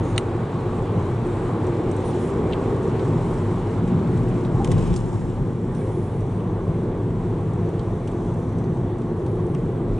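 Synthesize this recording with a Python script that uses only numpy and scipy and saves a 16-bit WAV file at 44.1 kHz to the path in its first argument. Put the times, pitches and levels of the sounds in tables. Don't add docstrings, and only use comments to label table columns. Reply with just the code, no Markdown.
import sys
import numpy as np
from scipy import signal
from scipy.fft import rfft, irfft, next_fast_len
from scipy.io import wavfile
from scipy.ndimage import uniform_filter1d, map_coordinates

SR = 44100
rng = np.random.default_rng(int(sys.argv[2]) if len(sys.argv) > 2 else 0)


def voltage_ratio(decibels):
    exponent = np.asarray(decibels, float) / 20
    return 10 ** exponent


def put_to_file(sound):
    columns = np.atleast_2d(sound).T
    safe = np.clip(columns, -1, 1)
    whole_steps = np.round(safe * 32767)
    wavfile.write(sys.argv[1], SR, whole_steps.astype(np.int16))


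N = 440559
TIME_S = np.arange(N) / SR


def unit(x):
    return x / np.sqrt(np.mean(x ** 2) + 1e-20)


def along(points, hz):
    f, v = np.transpose(points)
    return np.interp(np.log(hz + 1), np.log(f + 1), v)


def curves(rows):
    s, *cols = np.transpose(rows)
    return [np.interp(TIME_S, s, c) for c in cols]


def wobble(rate):
    knots = rng.standard_normal(int(N * rate / SR) + 4)
    return map_coordinates(knots, [TIME_S * rate])


def filtered(x, response):
    m = next_fast_len(N + SR // 2)
    return irfft(rfft(x, m) * response(np.fft.rfftfreq(m, 1 / SR)), m)[..., :N]


def modes(table):
    def response(f):
        total = 0
        for k, (centre, width, db) in enumerate(table):
            resonance = 1j * f * width / (centre * centre - f * f + 1j * f * width)
            total = total + (-1) ** k * voltage_ratio(db) * resonance
        return total
    return response


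def unrelated(table):
    return lambda f: np.sqrt(sum(np.abs(modes([row])(f)) ** 2 for row in table))


def rush(gain, patchy_db):
    # hz, correlation [-1..1]
    likeness = [(40, .9999), (150, .999), (230, .995), (420, .98), (600, .93), (1200, .87), (2500, .68),
                (3500, .77), (4800, .72), (7400, .83), (9800, .55)]
    z = signal.stft(rng.standard_normal((2, N)), nperseg=512)[2]
    field = rng.standard_normal(z.shape[1:])
    field = uniform_filter1d(field, size=6, axis=0)
    field = uniform_filter1d(field, size=14, axis=1)
    pair = signal.istft(z * voltage_ratio(patchy_db * unit(field)), nperseg=512)[1][:, :N]

    def response(hz):
        turn = np.arccos(np.clip(along(likeness, hz), -1, 1)) / 2
        return gain(hz) * [np.cos(turn), np.sin(turn)]

    mid, side = filtered(pair, response)
    return unit(np.array([mid + side, mid - side]))


def steadied(x, share):
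    power = uniform_filter1d(uniform_filter1d(np.mean(x ** 2, axis=0), size=SR // 16), size=SR // 16)
    return unit(x / (np.abs(power) + 0.074) ** (share / 2))


def jolts():
    # peak_s, suspension_lift_db, panel_lift_db (negative:
    swings = [(.25, 0, -2.5), (.55, -5, 3.5), (5.08, 1, -2.5), (8.1, 0, -4.5), (2.98, 0, -2), (.8, -1, 2.5),
              (.97, -4, 4), (1.33, -2, -2), (1.55, -2, 1.5), (2.09, 6, 2.5), (2.78, -2, -1), (3.8, 3, 5.5),
              (3.96, -10, 4.5), (4.59, 9, 1.5), (4.73, 10, 5), (4.91, 18.5, 0), (5.26, 5, -3.5),
              (5.42, 9, 1), (6.19, 1, 1), (6.71, 2, 1.5), (7.63, 2, 5.5), (7.9, 6.5, 4), (8.71, -2, 4),
              (9.29, -12, 3.5), (9.46, 2, 2.5), (9.93, 10, 1)]
    rise_s, fall_s = 0.051, 0.056
    t = np.arange(0, N + 64, 64) / SR
    s, *lifts = np.transpose(swings)
    since = t - s[:, None]
    shape = np.exp(-(since / np.where(since < 0, rise_s, fall_s)) ** 2)
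    return [np.interp(TIME_S, t, lift @ shape) for lift in lifts]


def stretches(table):
    edge_s = 0.15
    lift_db = 0
    for s, length, db in table:
        inside_s = np.minimum(TIME_S - s, s + length - TIME_S)
        lift_db = lift_db + db * np.clip(inside_s / edge_s + .5, 0, 1)
    return lift_db


def shell():
    # time_s, unevenness_db, tread_texture_db
    road = [(0, -24.5, -29), (.5, -26.5, -31), (1.1, -24.5, -29.5), (1.6, -26, -27), (2.2, -28, -27),
            (2.8, -26, -29.5), (3.4, -25.5, -27), (3.7, -28.5, -29), (4, -22.5, -29), (4.6, -24.5, -29),
            (5.05, -23.5, -31), (5.6, -26.5, -31.5), (6.4, -27, -31), (6.9, -24.5, -29.5),
            (7.7, -28, -30.5), (8.5, -26, -31), (9.1, -27.5, -28.5), (9.99, -26.5, -29)]
    heave = [(38.4, 11, 2.5), (62, 23, -16.5)]
    boom = [(103.7, 13.7, 1.5), (126.4, 10.8, -2), (164.4, 11.8, -0.5), (184.6, 6.3, -4)]
    cavity = [(228.3, 11.4, 1.5), (271.6, 37, -5)]
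    drone = [(318.5, 62, -3.5), (355.5, 19.6, 3), (380, 65, -3.5), (443, 55, -4.5)]
    # start_s, length_s, lift_db (negative: dip)
    coarse = [(0, 0.42, 3), (2.35, 0.43, 1.5), (9.0, 0.43, -1), (1.2, 0.62, 2), (2.12, 1.45, 3.5),
              (3.707, 1.21, 6.5), (5.198, 0.8, 2.5), (5.9, 0.42, -1.5), (6.795, 0.31, 2), (7.55, 0.5, -3),
              (8.3, 0.88, 2), (9.62, 0.3, 4)]
    # start_s, length_s, lift_db (negative: dip)
    drone_swings = [
        (2.35, 0.75, 1.5),
        (3.35, 0.26, -2),
        (5.0, 0.4, -2),
        (5.9, 0.16, 3),
        (6.75, 0.13, 2),
        (7.2, 0.18, -3),
        (7.7, 0.15, 2.5),
        (8.5, 0.15, -2),
        (9.0, 0.16, -2.5),
    ]
    # start_s, length_s, lift_db (negative: dip)
    roof_swings = [
        (.75, 0.27, -3),
        (1.1, 0.28, 2),
        (3.05, 0.12, 3.5),
        (6.55, .2, -3.5),
        (8.1, 0.21, 3),
        (8.45, 0.32, -4),
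        (9.25, 0.24, -3.5),
    ]
    uneven_db, texture_db = curves(road)
    heave_lift_db, panel_lift_db = jolts()
    roof_db = -3 - 4 / (1 + np.exp((TIME_S - 2.15) / 0.15))

    heave_db = -37 + 0.73 * (uneven_db - uneven_db.mean()) + heave_lift_db + 0.86 * wobble(5.9)
    floor_db = uneven_db - 0.5 + panel_lift_db + 0.83 * wobble(9.2)
    roof_db = uneven_db + roof_db + stretches(roof_swings) + 1.3 * panel_lift_db + 1.2 * wobble(7.2)
    cavity_db = -34.5 + 0.26 * (texture_db - texture_db.mean()) + stretches(coarse) + 0.58 * wobble(12.0)
    drone_db = texture_db + 0.28 + stretches(drone_swings) + 0.47 * wobble(9.5)
    parts = [(heave_db, heave, 22, 90), (floor_db, boom[:2], 85, 170), (roof_db, boom[2:], 120, 205),
             (cavity_db, cavity, 200, 310), (drone_db, drone, 290, 520)]
    out = 0
    for db, table, low_hz, top_hz in parts:
        def gain(hz):
            edges = 1 / np.sqrt((1 + (low_hz / (hz + 1)) ** 6) * (1 + (hz / top_hz) ** 6))
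            return unrelated(table)(hz) * edges
        out = out + voltage_ratio(db) * steadied(rush(gain, patchy_db=-1.5), 0.37)
    return out


def tyre_roar():
    # time_s, level_db
    air = [(0.0, -34), (0.42, -34.5), (1.0, -34.5), (3.0, -34), (3.25, -34.5), (4.54, -36), (4.84, -36.5),
           (5.12, -38.5), (5.62, -40.5), (5.87, -38.5), (6.09, -39.5), (7.96, -39.5), (9.65, -40.5),
           (9.99, -39)]
    # freq_hz, density_db
    roar_colour = [(280, -29), (480, 0), (503, -3), (621, -6.5), (817, -4), (1010, -6.5), (1140, -7.5),
                   (1310, -18), (2000, -21.5), (2600, -57), (4400, -120)]
    # freq_hz, density_db
    whoosh_colour = [(760, -11.5), (1300, -1.5), (1570, -6), (1770, -19.5), (2180, -7), (2360, -8.5),
                     (2550, -11), (3570, -15), (4100, -17.5), (4800, -24), (6240, -54), (10600, -120)]
    roar_db, = curves(air)
    whoosh_db = -50.5 + 1.23 * (roar_db - roar_db.mean())
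    roar = rush(lambda hz: voltage_ratio(along(roar_colour, hz)), patchy_db=0.95)
    whoosh = rush(lambda hz: voltage_ratio(along(whoosh_colour, hz)), patchy_db=1.0)
    roar = voltage_ratio(roar_db + 0.5 + 0.19 * wobble(6.4)) * roar
    return roar + voltage_ratio(whoosh_db + 0.95 + 0.41 * wobble(9)) * whoosh


def engine():
    # time_s, pitch_hz, level_db
    firing = [
        (.7, 56, -50),
        (1.2, 58, -63),
        (1.8, 62, -48),
        (2.4, 64.7, -35),
        (2.8, 68.8, -39.5),
        (3.3, 70.5, -40),
    ]
    hz, db = curves(firing)
    fade_in = np.clip((TIME_S - firing[0][0]) / .3, 0, 1)
    fade_out = np.clip((firing[-1][0] - TIME_S) / .3, 0, 1)
    tone = np.sin(2 * np.pi * np.cumsum(hz) / SR)
    return np.sqrt(2) * voltage_ratio(db + .8 * wobble(5.8)) * fade_in * fade_out * tone


def neighbour():
    # centre_hz, width_hz, level_db
    tread = [(386, 28, 0), (442, 60, -2.5)]
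    level_s, pass_s = 2.7, 0.39
    near = 1 / (0.5 + ((TIME_S - level_s) / pass_s) ** 4)
    return voltage_ratio(-32.5) * near * rush(lambda hz: unrelated(tread)(hz) ** 2, patchy_db=2.0)


def crack(noise, t, t60):
    direct = voltage_ratio(-60 * t / t60)
    answer = voltage_ratio(-12.0 - 15 * t / t60)
    return noise * (direct + answer) * (1 - np.exp(-t / 0.000091))


def chatter():
    start_s, end_s, per_s = 4.73, 4.99, 110
    when, size, pitch = rng.random((40, 3)).T
    times = start_s + (np.arange(len(when)) + when) / per_s
    return [(s, -54.5 + 9 * a, 4.0, 5500 + 2800 * p, .006) for s, a, p in zip(times, size, pitch) if s < end_s]


def ticks():
    # time_s, body_db, edge_over_body_db, edge_hz, t60_s
    rattles = [(4.6154, -53, 3, 9000, .012), (4.6452, -27, -1, 7560, 0.017), (4.6745, -34, -1.5, 7800, .01),
               (4.7154, -29.5, -1.5, 7170, 0.032), (4.7594, -49, -15, 5600, 0.017),
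               (4.78, -37, -8, 6000, 0.014), (4.8234, -40.5, 1, 6970, .016), (4.8794, -58, 4, 7000, .03),
               (4.928, -37, -13, 6000, 0.022), (4.9398, -34.5, 0, 6200, 0.02), (4.962, -43, 14, 6840, 0.03),
               (4.975, -47, 3, 7540, .02), (5.0087, -48, 4, 7600, .02), (4.706, -42, -4, 8000, .02),
               (4.7185, -34, -5, 8800, .03), (4.785, -50, 8, 8000, .012), (4.877, -50.5, 7, 7800, .012),
               (4.905, -51, 7, 8600, .012)]
    # time_s, body_db, edge_over_body_db, edge_hz
    small = [(1.667, -51, 6.5, 8060), (1.9123, -47, 7.5, 7300), (2.83, -57, 8, 7500),
             (1.964, -56.5, 13.5, 8900), (2.994, -36, -13, 6500), (3.8766, -44, -3, 8000),
             (4.4487, -38, -8, 6960), (5.748, -47, 1, 6500), (6.2067, -50, 3, 8000),
             (6.4038, -46, -11, 6140), (7.304, -59, -2, 5800), (7.406, -57, -1, 8640),
             (7.534, -54, 4, 8300), (7.688, -53, 0, 7800), (8.078, -41.5, -4, 7600), (8.117, -49, -7, 7740),
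             (8.17, -58, 5, 6100), (8.492, -59, 2, 6100), (8.525, -56, -1, 7740), (8.584, -49, -1, 6000),
             (8.64, -48, -5, 7200), (8.771, -52, -2, 6100), (8.983, -58, 7, 8350), (9.0169, -49, -2, 7300),
             (9.2633, -44.5, -4, 7240), (9.315, -57, -2, 6250), (9.355, -55, -1, 7900),
             (9.466, -50, 0, 8000), (9.658, -56, -2, 6000), (9.716, -59, -1, 6000), (9.883, -57, 1, 8100),
             (9.917, -58, -1, 6500), (9.9594, -54, -9, 5610), (9.979, -49, -4, 6500), (1.27, -58, 9, 7300),
             (2.3, -58, 9, 7300), (3.34, -55, 8, 7000)]
    # time_s, body_db, edge_over_body_db, edge_hz, body_hz
    clicks = [
        (2.5243, -27.5, -23, 6000, 3200),
        (2.5324, -23.5, -25, 5640, 3250),
        (7.793, -39, -7, 5700, 3900),
        (9.5478, -37, -7, 6200, 2700),
        (8.0748, -38, -2, 7400, 2700),
    ]
    # centre_hz, width_hz, level_db
    strip_modes = [(5900, 690, 0.0062), (8400, 1900, 0)]
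    t = np.arange(4096) / SR
    f = np.fft.rfftfreq(len(t), 1 / SR)
    out = np.zeros((2, N + SR))
    # t60_s, body_hz, body spread, share of plain crack beside the strip
    rows = [(*row, 2450, 1.45, 1) for row in [*rattles, *chatter()]]
    rows += [(*row, .03, 3100, 1.3, .12) for row in small]
    rows += [(*row[:4], .016, row[4], 1.22, .4) for row in clicks]
    chance = rng.standard_normal((len(rows), 3, len(t)))

    def band(hz, spread):
        return modes([(hz / spread, .5 * hz, 0), (hz * spread, .5 * hz, 0)])(f) ** 2

    strip = unrelated(strip_modes)(f) ** 2
    dull = 1 / (1 + (f / 10300) ** 12)
    for (s, db, edge_db, high_hz, t60, body_hz, wide, plain), (both, *each) in zip(rows, chance):
        low_hz = body_hz * (1 + .04 * both[0])
        burst = rfft(crack(both + 0.4 * np.array(each), t, t60))
        burst /= uniform_filter1d(np.abs(burst) ** 2, size=60, axis=1) ** 0.23
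        body = band(low_hz, wide)
        edge = band(high_hz, 1.39) * (plain + (1 - plain) * strip) * dull
        for level_db, shape in (db, body), (db + edge_db + 2.0, edge):
            part = irfft(burst * shape, len(t))
            out[:, round(s * SR):][:, :len(t)] += voltage_ratio(level_db) * part / np.abs(part).max()
    return out[:, :N]


def knocks():
    # time_s, peak_db, pitch_hz, t60_s
    parts = [
        (4.601, -19, 799, .13),
        (4.686, -19, 497, .09),
        (5.813, -43.5, 2281, .078),
        (5.813, -40.5, 1621, .079),
        (9.204, -26, 621, .031),
        (9.548, -41, 2450, .02),
        (4.717, -33, 2000, .03),
        (9.982, -42, 2500, .03),
    ]
    out, t = np.zeros(N + SR), np.arange(SR // 4) / SR
    for s, db, hz, t60 in parts:
        ring = voltage_ratio(db - 60 * t / t60) * np.sin(2 * np.pi * hz * t)
        out[round(s * SR):][:len(t)] += ring * (1 - np.exp(-t / 0.0019))
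    return out[:N]


def snap():
    # time_s, peak_db, left_minus_right_db
    s, db, pan_db = (.1788, -14, 1)
    # freq_hz, level_db, t60_s
    panel = [(1300, -9, 0.02), (1960, -5, 0.02), (2230, -5, 0.014), (2500, -4.5, 0.012), (2820, 1.5, 0.016),
             (3020, -1, 0.014), (3710, -3, 0.014), (4080, -5, 0.012), (5800, -14, .012), (7150, -16, .008),
             (7950, -13, 0.011), (8550, -4.5, 0.011), (9400, -12, 0.009), (10500, -20, .008)]
    out, rattle, t = np.zeros((2, N)), np.zeros((2, N)), np.arange(4096) / SR
    ring = 0
    for k, (hz, level, t60) in enumerate(panel):
        phase = np.array([[.36], [-.36]]) * (-1) ** k
        ring = ring + (-1) ** k * voltage_ratio(level - 60 * t / t60) * np.sin(2 * np.pi * hz * t + phase)
    noise = rng.standard_normal(len(t)) + 0.4 * rng.standard_normal((2, len(t)))
    start = round(s * SR)
    out[:, start:][:, :len(t)] = voltage_ratio(db) * ring * (1 - np.exp(-t / 0.00014))
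    rattle[:, start:][:, :len(t)] = voltage_ratio(db + 2.5) * crack(noise, t, 0.021)
    wide = [(hz, 0.15 * hz, level) for hz, level, _ in panel]
    creep = modes([(3700, 800, -19), (7500, 1500, -27)])
    early = np.roll(rattle, -round(.0172 * SR), axis=1)
    pan = voltage_ratio([[pan_db / 2], [-pan_db / 2]])
    return pan * (out + filtered(rattle, modes(wide)) + filtered(early, creep))


def rustle():
    # time_s, level_db
    rub = [(0.0, -60.5), (0.72, -61.5), (1.89, -60), (2.17, -55.5), (2.47, -59), (3.36, -57.5), (3.7, -61),
           (4.48, -59), (4.87, -55), (5.09, -58), (5.51, -63.5), (5.98, -61), (6.34, -66.5), (7.04, -66),
           (8.24, -63), (8.93, -67.5), (9.99, -65.5)]
    # freq_hz, density_db
    colour = [(2350, -4), (4000, -4.5), (4750, -10.5), (4950, -3.5), (5460, -3), (5560, -0.5), (6030, -4.5),
              (7340, -0.5), (7920, -1), (8450, -4.5), (9080, -4.5), (10100, -10.5), (11100, -11),
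              (14400, -53), (22000, -120)]
    # start_s, length_s, centre_hz, width_hz,
    # level_db
    swells = [(2.046, .062, 9080, 650, -53), (2.049, .066, 5850, 600, -62), (2.19, .1, 9700, 1200, -60),
              (2.2, .14, 7600, 1500, -62), (5.744, .1, 9100, 900, -62), (5.746, .04, 5700, 350, -62),
              (.03, .101, 6610, 1210, -58.5), (.031, .111, 8950, 510, -62.5), (5.848, .271, 9700, 2510, -66),
              (1.251, .27, 7900, 2510, -62), (3.22, .2, 8200, 3010, -62.5), (7.551, .51, 6040, 710, -74.5),
              (8.101, .71, 6080, 610, -70.5), (4.7, .26, 2500, 1600, -52), (2.02, .2, 3200, 1600, -57)]
    rub_db, = curves(rub)
    slips_per_s = 45 * voltage_ratio(1.2 * (rub_db - rub_db.mean()))
    size = voltage_ratio(4.7 * np.minimum(rng.exponential(size=N), 3))
    slips = size * (rng.random(N) < slips_per_s / SR)
    grit = 1 + 0.17 * signal.lfilter([1], [1, -np.exp(-1 / (0.0046 * SR))], slips)
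    rubbing = grit * rush(lambda hz: voltage_ratio(along(colour, hz)), patchy_db=0.5)
    out = voltage_ratio(rub_db + 2.0 + 1.03 * wobble(16)) * unit(rubbing)
    for s, length, hz, width_hz, db in swells:
        passed = np.clip((TIME_S - s) / (1.4 * length), 0, 1)
        press = np.clip(1.5 * np.sin(np.pi * passed ** 0.43), 0, 1)
        band = modes([(hz, width_hz, 0)])
        noise = rng.standard_normal(N) + .35 * rng.standard_normal((2, N))
        out += voltage_ratio(db) * press * unit(filtered(noise, lambda f: band(f) ** 2))
    return out


def vents():
    # centre_hz, width_hz, level_db
    hiss_bands = [(3450, 450, -3), (6020, 420, -5), (8500, 600, -5), (10200, 1800, -8)]
    # time_s, pitch_hz, level_db
    fan = [
        (5.9, 672.4, -58),
        (6.6, 678, -49.5),
        (7.6, 681, -49),
        (8.8, 677, -49.5),
        (9.5, 676, -53),
        (9.99, 677, -53),
    ]
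    hz, db = curves(fan)
    heard = np.clip((TIME_S - fan[0][0]) / .4, 0, 1)
    level = voltage_ratio(db + 1.7 * wobble(5))
    hz = hz + 1.3 * wobble(9.8)
    motor = 0
    for offset_hz, side_db in [(0, 0), (43, -6.5)]:
        motor = motor + voltage_ratio(side_db) * np.sin(2 * np.pi * np.cumsum(hz + offset_hz) / SR)
    hiss = rush(lambda f: unrelated(hiss_bands)(f) ** 2, patchy_db=3.0)
    return np.sqrt(2) * heard * level * motor + voltage_ratio(-67.5 + 0.92 * wobble(1.6)) * hiss


def scene():
    road = shell() + tyre_roar() + engine() + neighbour()
    trim = ticks() + knocks() + snap() + rustle()
    return road + trim + vents()


def top_cut(x):
    return signal.sosfilt(signal.butter(12, 11600, fs=SR, output="sos"), x)


def record(dry):
    # freq_hz, difference_db
    lean = [(40, 0), (70, .4), (160, .3), (300, .3), (1200, -.2), (2400, .7), (3400, -.8), (6500, -1.1),
            (8500, -.2), (10500, -3)]
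    # freq_hz, phase_rad
    lead = [(45, .01), (75, .07), (160, .12), (300, .16), (600, .21), (1700, .17), (2800, .1), (4700, .3),
            (6500, -.05), (10500, -.25)]
    # time_s, share_engaged [0..1.1]
    guard = [(0, 0), (3.7, 0), (3.95, 0.1), (4.2, 0.23), (4.62, 0.26), (4.72, 1), (5.0, 1.1), (5.3, .6),
             (5.6, 0.1), (5.9, 0), (9.99, 0)]
    # freq_hz, phase_rad
    guard_lead = [(40, .35), (75, .5), (110, 0.23), (190, 0.53), (300, 0.48), (420, 0.34), (600, .3),
                  (850, 0.4)]
    guard_lean = [(500, .9), (900, 0)]  # Hz, dB

    def unequal(lean_points, lead_points, hz):
        half = lambda points: np.outer([.5, -.5], along(points, hz))
        return voltage_ratio(half(lean_points)) * np.exp(1j * half(lead_points))

    calm = filtered(dry, lambda hz: unequal(lean, lead, hz) * (hz < 11020))
    guarded = filtered(calm, lambda hz: unequal(guard_lean, guard_lead, hz))
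    share, = curves(guard)
    pair = calm + share * (guarded - calm)
    top, knee = .65, 4
    return top_cut(pair / (1 + np.abs(pair / top) ** knee) ** (1 / knee))


dry = scene()
out = record(dry)
put_to_file(out)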